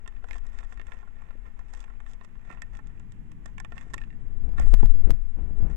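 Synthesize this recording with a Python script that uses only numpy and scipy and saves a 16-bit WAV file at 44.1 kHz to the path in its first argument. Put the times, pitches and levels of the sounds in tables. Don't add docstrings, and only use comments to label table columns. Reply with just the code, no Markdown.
import sys
import numpy as np
from scipy import signal
from scipy.fft import rfft, irfft
from scipy.io import wavfile

SR = 44100
rng = np.random.default_rng(int(sys.argv[2]) if len(sys.argv) > 2 else 0)


def master(y):
    cut = np.clip(np.atleast_2d(y).T, -1, 1)
    pcm = np.round(cut * 32767)
    wavfile.write(sys.argv[1], SR, pcm.astype(np.int16))


N = 254016
TIME = np.arange(N) / SR

# start_s, level_db (rms)
RUMBLE_LEVEL = [(0.0, -60.5), (2.0, -59.5), (3.2, -44), (3.8, -48.5), (4.4, -43.5), (5.25, -56), (5.7, -48)]
# (relative, per Hz)
RUMBLE_SPECTRUM = [(10, -2), (60, 2), (110, 2), (175, 0.5), (260, -7.5), (350, -15.5), (500, -29.5),
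                   (1200, -96.5)]
# pitch_hz, density_db (per Hz)
OPEN_PORT_NOISE = [(20, -80), (170, -85.5), (240, -90), (300, -90.5), (450, -90.5), (550, -99),
                   (950, -95.5), (1400, -100), (1830, -96), (3200, -109), (4300, -123), (7400, -116),
                   (9500, -126), (16000, -129)]
# pitch_hz, density_db (per Hz)
COVERED_PORT_NOISE = [(20, -77), (230, -108), (400, -107), (700, -109), (1200, -114), (1900, -110),
                      (3000, -118), (4500, -127), (16000, -129)]
# peak_s, length_s, scrape_db (on the tub), fizz_db (of paper)
SHOVES = [(0.334, .09, -48.5, -60.5), (0.466, 0.059, -54, -69), (0.59, 0.16, -55.5, -69),
          (0.724, 0.049, -57.5, -65), (0.939, 0.13, -52, -67), (1.023, 0.035, -71, -92),
          (1.214, 0.15, -58.5, -85), (1.324, 0.032, -59.5, -84), (1.472, .06, -56.5, -79),
          (1.781, 0.13, -55.5, -63), (1.915, 0.1, -60, -80), (2.11, 0.056, -61, -65.5),
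          (2.246, 0.018, -55, -61), (2.475, .1, -63.5, -78), (2.522, 0.11, -50, -71),
          (2.752, 0.04, -52, -68), (3.488, 0.079, -58.5, -71), (3.81, 0.17, -55, -69),
          (3.946, 0.25, -60, -72.5), (4.606, 0.068, -44, -63), (4.75, 0.32, -60.5, -68.5),
          (5.122, 0.1, -62, -73), (5.715, 0.069, -55, -67.5)]
# (relative, per Hz)
SCUFF_SPECTRUM = [(100, -4.5), (300, -2.5), (460, -6), (560, 0.5), (720, -8), (1500, -14.5), (4000, -52)]
# pitch_hz, level_db (relative), t60_s (time to fall by 60 dB)
TUB_MODES = [(455, -11.5, 0.051), (724, 0, 0.027), (856, -8, 0.062), (1034, 0.5, 0.033), (1094, 0, 0.034),
             (1373, -0.5, 0.04), (1714, -6.5, 0.011), (1810, 6, 0.039), (2084, 3.5, 0.009),
             (2280, -19.5, 0.0047), (2430, -7.5, 0.0094), (2575, 1, 0.012), (2670, -11, 0.042),
             (3370, -16.5, 0.0013), (3577, -9.5, 0.017)]
# pitch_hz, level_db (relative)
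HUSK_SPECTRUM = [(1500, -18), (3400, 4.5), (4300, -11.5), (5100, -1.5), (5900, -2.5), (6550, 2),
                 (6850, -1.5), (7250, 2.5), (7560, 3.5), (8200, -3), (9200, -11.5), (11000, -19.5),
                 (16000, -28.5)]
# start_s, press_db (relative)
PRESS_LEVEL = [(0.0, -34.5), (0.55, -26.5), (0.75, -34.5), (1.9, -34.5), (2.05, -31), (2.25, -39.5),
               (2.98, -34.5), (3.15, -38), (4.12, -32.5), (4.48, -17.5), (4.56, -22.5), (4.64, -11),
               (4.73, -4.5), (4.9, -8), (5.12, -9.5), (5.19, -20), (5.53, -23.5), (5.62, -12),
               (5.76, -30.5)]
# (relative, per Hz)
SWAY_SPECTRUM = [(2, -16.5), (7, 6), (12, 7), (20, -2), (35, -8), (48, -25), (60, -25.5), (100, -46.5),
                 (200, -56), (500, -114.5)]
# (relative, per Hz)
SHIVER_SPECTRUM = [(10, -24), (28, 7), (42, 4), (52, -7.5), (65, -16.5), (100, -23), (200, -49), (500, -93)]
# peak_s, rise_s, fall_s, rub_db (counted above 330 Hz)
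FINGER_SLIPS = [(3.94, 0.047, .04, -60.5), (4.24, 0.065, 0.21, -62.5), (4.5, 0.082, 0.058, -53),
                (4.63, 0.04, 0.029, -48.5), (4.96, 0.049, 0.054, -57), (5.099, 0.052, 0.04, -41.5),
                (5.41, 0.047, 0.13, -49), (5.66, 0.081, 0.077, -44.5)]
# (relative, per Hz)
RUB_SPECTRUM = [(20, -13), (70, 5.5), (110, -8), (200, -12), (300, -17.5), (500, -26), (1000, -36),
                (2000, -45.5), (3000, -54), (4500, -76), (16000, -96)]
# pitch_hz, gain_db
FINGER_MUFFLE = [(50, -9.5), (250, -15.5), (700, -17.5), (1200, -34), (2000, -36.5), (4000, -43),
                 (8000, -49.5), (16000, -34.5)]
# start_s, knock_db, wall_db, snap_db
SEED_TAPS = [(0.061, -50, -53, -82), (0.0769, -49.5, -44, -51.5), (0.2428, -42.5, -59, -71),
             (0.287, -50.5, -53, -63.5), (0.3103, -62, -38, -60), (0.3318, -65, -43, -58),
             (0.3562, -45, -51, -64), (0.382, -56, -54, -58), (0.4668, -66, -55, -59),
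             (0.5883, -76, -45, -57.5), (0.7232, -51, -49, -77), (0.775, -56, -50.5, -71),
             (0.7974, -48.5, -44, -73), (0.8151, -56, -47.5, -70), (0.8689, -70, -52, -60),
             (0.9203, -49, -42, -69), (0.9702, -63, -56, -77), (1.0292, -49.5, -74, -90),
             (1.0752, -52, -77, -84), (1.2198, -53, -62, -68.5), (1.3073, -50.5, -55, -79),
             (1.5922, -50.5, -53.5, -67), (1.7371, -52, -53, -54), (1.804, -70, -73, -53.5),
             (1.8407, -54, -51.5, -68), (2.0032, -52.5, -53, -67), (2.064, -55, -50, -67.5),
             (2.1342, -58.5, -60, -58.5), (2.2116, -48.5, -51.5, -88), (2.5025, -43, -49, -70),
             (2.5128, -58, -46.5, -64), (2.6198, -48, -37, -46.5), (2.7707, -59, -58, -60),
             (2.7903, -47.5, -49.5, -68), (2.8713, -70, -66, -62.5), (2.997, -72, -67, -63),
             (3.1213, -66, -62, -59.5), (3.3174, -58.5, -59, -61.5), (3.4586, -46, -45, -50),
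             (3.5811, -47, -42, -56), (3.6009, -44, -40.5, -47.5), (3.6479, -44, -43, -58.5),
             (3.7217, -43.5, -46, -70), (3.78, -56, -41.5, -59.5), (3.8111, -63, -48, -60),
             (3.9362, -47.5, -38, -50.5), (3.9407, -36.5, -37.5, -39.5), (3.98, -52, -39.5, -53),
             (4.0159, -61, -43, -67), (4.038, -76, -50, -83), (4.1043, -73, -51.5, -83),
             (4.1282, -72, -56, -85), (4.5822, -40.5, -38.5, -60), (4.5979, -36.5, -53, -45),
             (4.8065, -46.5, -51, -76), (4.8289, -41.5, -50, -67), (5.6992, -56, -58, -69)]
# start_s, peak_db
GRIP_NUDGES = [(1.354, -37), (2.506, -35.5), (3.007, -47.5), (3.868, -36.5), (3.966, -36.5), (4.733, -22.5),
               (4.952, -28.5), (5.097, -19.5)]
# pitch_hz, level_db (relative), t60_s
PORT_MODES = [(245, 3, 0.011), (425, -9.5, 0.025), (650, -14, 0.035)]
# start_s, peak_db, length_s
SKIN_POPS = [(4.47, -54, .0004), (4.492, -40.5, 0.00062), (4.522, -42, 0.0005), (4.5797, -41, 0.00072),
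             (4.7408, -10.5, 0.0038), (4.7494, -27.5, 0.00055), (4.8591, -23, 0.0016),
             (5.0986, -34, 0.00065), (5.1065, -13, 0.00068), (5.115, -24.5, 0.0003)]
# start_s, level_db (rms)
SLIDE_LEVEL = [(4.57, -100), (4.61, -53), (4.69, -55), (4.78, -55), (4.84, -55), (4.9, -68), (5.0, -91),
               (5.1, -120)]
# (relative, per Hz)
SLIDE_SPECTRUM = [(350, 5.5), (750, 8.5), (1200, 0), (1800, 9), (3000, -4), (4400, -18), (5600, -10),
                  (7300, -5.5), (9000, -9.5), (12000, -16), (16000, -22)]
# start_s, wobble_db (lowest mode), thud_db (the other modes)
CAMERA_BUMPS = [(4.582, -21.5, -36), (4.599, -44, -29.5), (4.668, -26, -35), (4.8306, -27, -21)]
# pitch_hz, level_db (relative), t60_s
BODY_MODES = [(28.7, 1.5, 0.91), (58.6, -14, .2), (94.4, -6, 0.44), (161.4, -3.5, 0.15), (197.4, 0, 0.054),
              (296, -0.5, 0.032), (545, -4.5, 0.029), (815, -5, 0.036)]

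EDGE_HZ = 16100
HUM_HZ, HUM_DB = 227.2, -63.5
SHOVE_RISE = 0.5
GRIP_RUB_DB = -51.5
FIDGET_SCRAPE_DB, FIDGET_FIZZ_DB = -67, -89
FIDGET_END_S, FIDGET_FADE_S = 2.92, 0.32


def amp(db):
    return 10 ** (np.asarray(db) / 20)


def rms(x):
    return np.sqrt(np.mean(x ** 2) + 1e-24)


def level(table):
    return amp(np.interp(TIME, *np.transpose(table)))


def add(mix, start_s, sound):
    part = mix[round(start_s * SR):][:len(sound)]
    part += sound[:len(part)]


def gains(points, size):
    hz, db = np.transpose(points)
    bins_hz = np.fft.rfftfreq(size, 1 / SR)
    return amp(np.interp(np.log(bins_hz + 1), np.log(hz + 1), db))


def noise(points):
    white = rfft(rng.standard_normal(N))
    return irfft(white * gains(points, N), N) * np.sqrt(SR / 2)


def swell(gain, spectrum):
    x = noise(spectrum)
    return gain * x / rms(x)


def flutter(depth_db, rate_hz):
    x = noise([(rate_hz / 8, 0), (rate_hz, 0), (3 * rate_hz, -30), (12 * rate_hz, -80)])
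    gain = amp(depth_db * x / rms(x))
    return gain / rms(gain)


def stroke(peak, rise, fall):
    return np.exp(-((TIME - peak) / np.where(TIME < peak, rise, fall)) ** 2)


def causal(points, size=1024):
    half = np.log(gains(points, size))
    whole = np.r_[half, half[-2:0:-1]]
    spectrum = np.exp(np.conj(signal.hilbert(whole)))
    return np.fft.ifft(spectrum).real[:size // 2]


def ring(modes, t, scatter_db, detune):
    hz, db, t60 = np.transpose(modes)[:, :, None]
    weight, shift, side = rng.standard_normal((3, len(modes), 1))
    envelope = amp(db + scatter_db * weight - 60 * t / t60)
    tone = np.sin(2 * np.pi * hz * (1 + detune * shift) * t)
    return (np.sign(side) * envelope * tone).sum(0)


def contact(t, scatter_db, t60, rise=0.00015):
    decay = np.exp(-np.log(1000) * t / t60)
    spray = rng.standard_normal(len(t)) * decay * (1 - np.exp(-t / rise))
    return (t == 0) + amp(scatter_db) * spray / np.linalg.norm(spray)


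def tap(husk, size=2400):
    t = np.arange(size) / SR
    low_modes = [mode for mode in TUB_MODES if mode[0] < 1550]
    high_modes = [mode for mode in TUB_MODES if mode[0] >= 1550]
    blow = contact(t, scatter_db=-4.5, t60=0.037)
    knock = ring(low_modes, t, scatter_db=2.5, detune=0.01)
    wall = ring(high_modes, t, scatter_db=3.5, detune=0.012)
    crack = contact(t, scatter_db=2, t60=.019)
    pairs = ((blow, knock), (blow, wall), (crack, husk))
    parts = [signal.fftconvolve(a, b)[:size] for a, b in pairs]
    return np.array([part / np.linalg.norm(part) for part in parts])


def rumble():
    return swell(level(RUMBLE_LEVEL), RUMBLE_SPECTRUM)


def hum(waver_hz):
    drift = noise([(1, 0), (8, -2.0), (30, -53.0), (200, -100)])
    pitch_hz = HUM_HZ + waver_hz * drift / rms(drift)
    return amp(HUM_DB) * np.sqrt(2) * np.sin(2 * np.pi * np.cumsum(pitch_hz) / SR)


def stirring():
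    fidget = np.clip((FIDGET_END_S - TIME) / FIDGET_FADE_S + 1, 0, 1)
    power = np.outer(amp([FIDGET_SCRAPE_DB, FIDGET_FIZZ_DB]), fidget) ** 2
    for peak_s, length, *db in SHOVES:
        shove = stroke(peak_s, SHOVE_RISE * length, (1 - SHOVE_RISE) * length)
        power += np.outer(amp(db), shove) ** 2
    return np.sqrt(power)


def rustle(husk, scuff_db=-9, knock_db=1, per_s=1100, spread_db=7, count=20):
    scrape, fizz = np.zeros((2, N))
    for _ in range(count):
        knock, wall, snap = tap(husk)
        hits = rng.random(N) < per_s / count / SR
        train = hits * amp(spread_db * np.minimum(rng.exponential(1, N), 3.2))
        scrape += signal.oaconvolve(train, amp(knock_db) * knock + wall)[:N]
        fizz += signal.oaconvolve(train, snap)[:N]
    scraping, fizzing = stirring()
    scuff = amp(scuff_db) * swell(scraping, SCUFF_SPECTRUM)
    return scraping * scrape / rms(scrape) + fizzing * fizz / rms(fizz) + scuff


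def finger(sway_db=-1, shiver_db=-5, firm_db=-22):
    pressing = level(PRESS_LEVEL)
    rubbing = amp(GRIP_RUB_DB) * pressing
    for peak_s, rise, fall, db in FINGER_SLIPS:
        rubbing += amp(db) * stroke(peak_s, rise, fall)
    sway = noise(SWAY_SPECTRUM)
    sway /= np.sqrt(signal.oaconvolve(sway ** 2, np.hanning(SR // 7) / (SR // 14), "same"))
    shiver = noise(SHIVER_SPECTRUM) * flutter(depth_db=4, rate_hz=15)
    shiver *= amp(shiver_db) / rms(shiver) / np.sqrt(1 + pressing / amp(firm_db))
    pressure = pressing * (amp(sway_db) * sway + shiver)
    pressure /= (1 + (pressure / .72) ** 4) ** .25
    rub = noise(RUB_SPECTRUM) * flutter(depth_db=3.0, rate_hz=100)
    high_pass = signal.butter(4, 330, "hp", fs=SR, output="sos")
    rub /= rms(signal.sosfilt(high_pass, rub))
    return pressure + rubbing * rub


def stray_ticks(husk, over_db=7, spread_db=3, limit_db=-56, count=64):
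    out = np.zeros(N)
    scraping, fizzing = stirring()
    for when, size, crisp in rng.random((count, 3)):
        at = int(when * N)
        strength = np.array([2 * (1 - crisp) * scraping[at], scraping[at], 2 * crisp * fizzing[at]])
        gain = amp(over_db + spread_db * (2 * size - 1.5)) / (1 + scraping[at] / amp(limit_db))
        add(out, at / SR, gain * strength @ tap(husk) * np.sqrt(SR / 100))
    return out


def clicks(husk):
    out = np.zeros(N)
    for start_s, *db in SEED_TAPS:
        add(out, start_s, amp(db) @ tap(husk) * np.sqrt(SR / 100))
    return out


def nudges():
    out, t = np.zeros(N), np.arange(SR // 25) / SR
    for start_s, db in GRIP_NUDGES:
        thump = ring(PORT_MODES, t, scatter_db=1, detune=.05)
        add(out, start_s, amp(db) * thump / abs(thump).max())
    return out


def pops():
    out, t = np.zeros(N), np.arange(SR // 25) / SR
    for start_s, db, length in SKIN_POPS:
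        add(out, start_s, amp(db) * (1 - t / length) * np.exp(-t / length))
    return out


def slide():
    return swell(level(SLIDE_LEVEL), SLIDE_SPECTRUM) * flutter(depth_db=3.3, rate_hz=120)


def bumps():
    out, t = np.zeros(N), np.arange(SR // 2) / SR
    for start_s, wobble_db, thud_db in CAMERA_BUMPS:
        wobble = ring(BODY_MODES[:1], t, scatter_db=.3, detune=.03)
        thud = ring(BODY_MODES[1:], t, scatter_db=1, detune=.08)
        add(out, start_s, amp(wobble_db) * wobble + amp(thud_db) * thud)
    return out


def scene():
    husk = causal(HUSK_SPECTRUM)
    background = rumble() + hum(waver_hz=1.2)
    hamster = rustle(husk) + stray_ticks(husk) + clicks(husk)
    hand = slide() + bumps()
    air = background + hamster + hand
    muffled = signal.oaconvolve(air, causal(FINGER_MUFFLE))[:N]
    left = muffled + finger() + nudges() + pops() + noise(COVERED_PORT_NOISE)
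    right = air + noise(OPEN_PORT_NOISE)
    return np.array([left, right])


def record(dry):
    low_pass = signal.firwin(255, EDGE_HZ, window=("kaiser", 9), fs=SR)
    return signal.oaconvolve(dry, low_pass[None], "same")


dry = scene()
out = record(dry)
master(out)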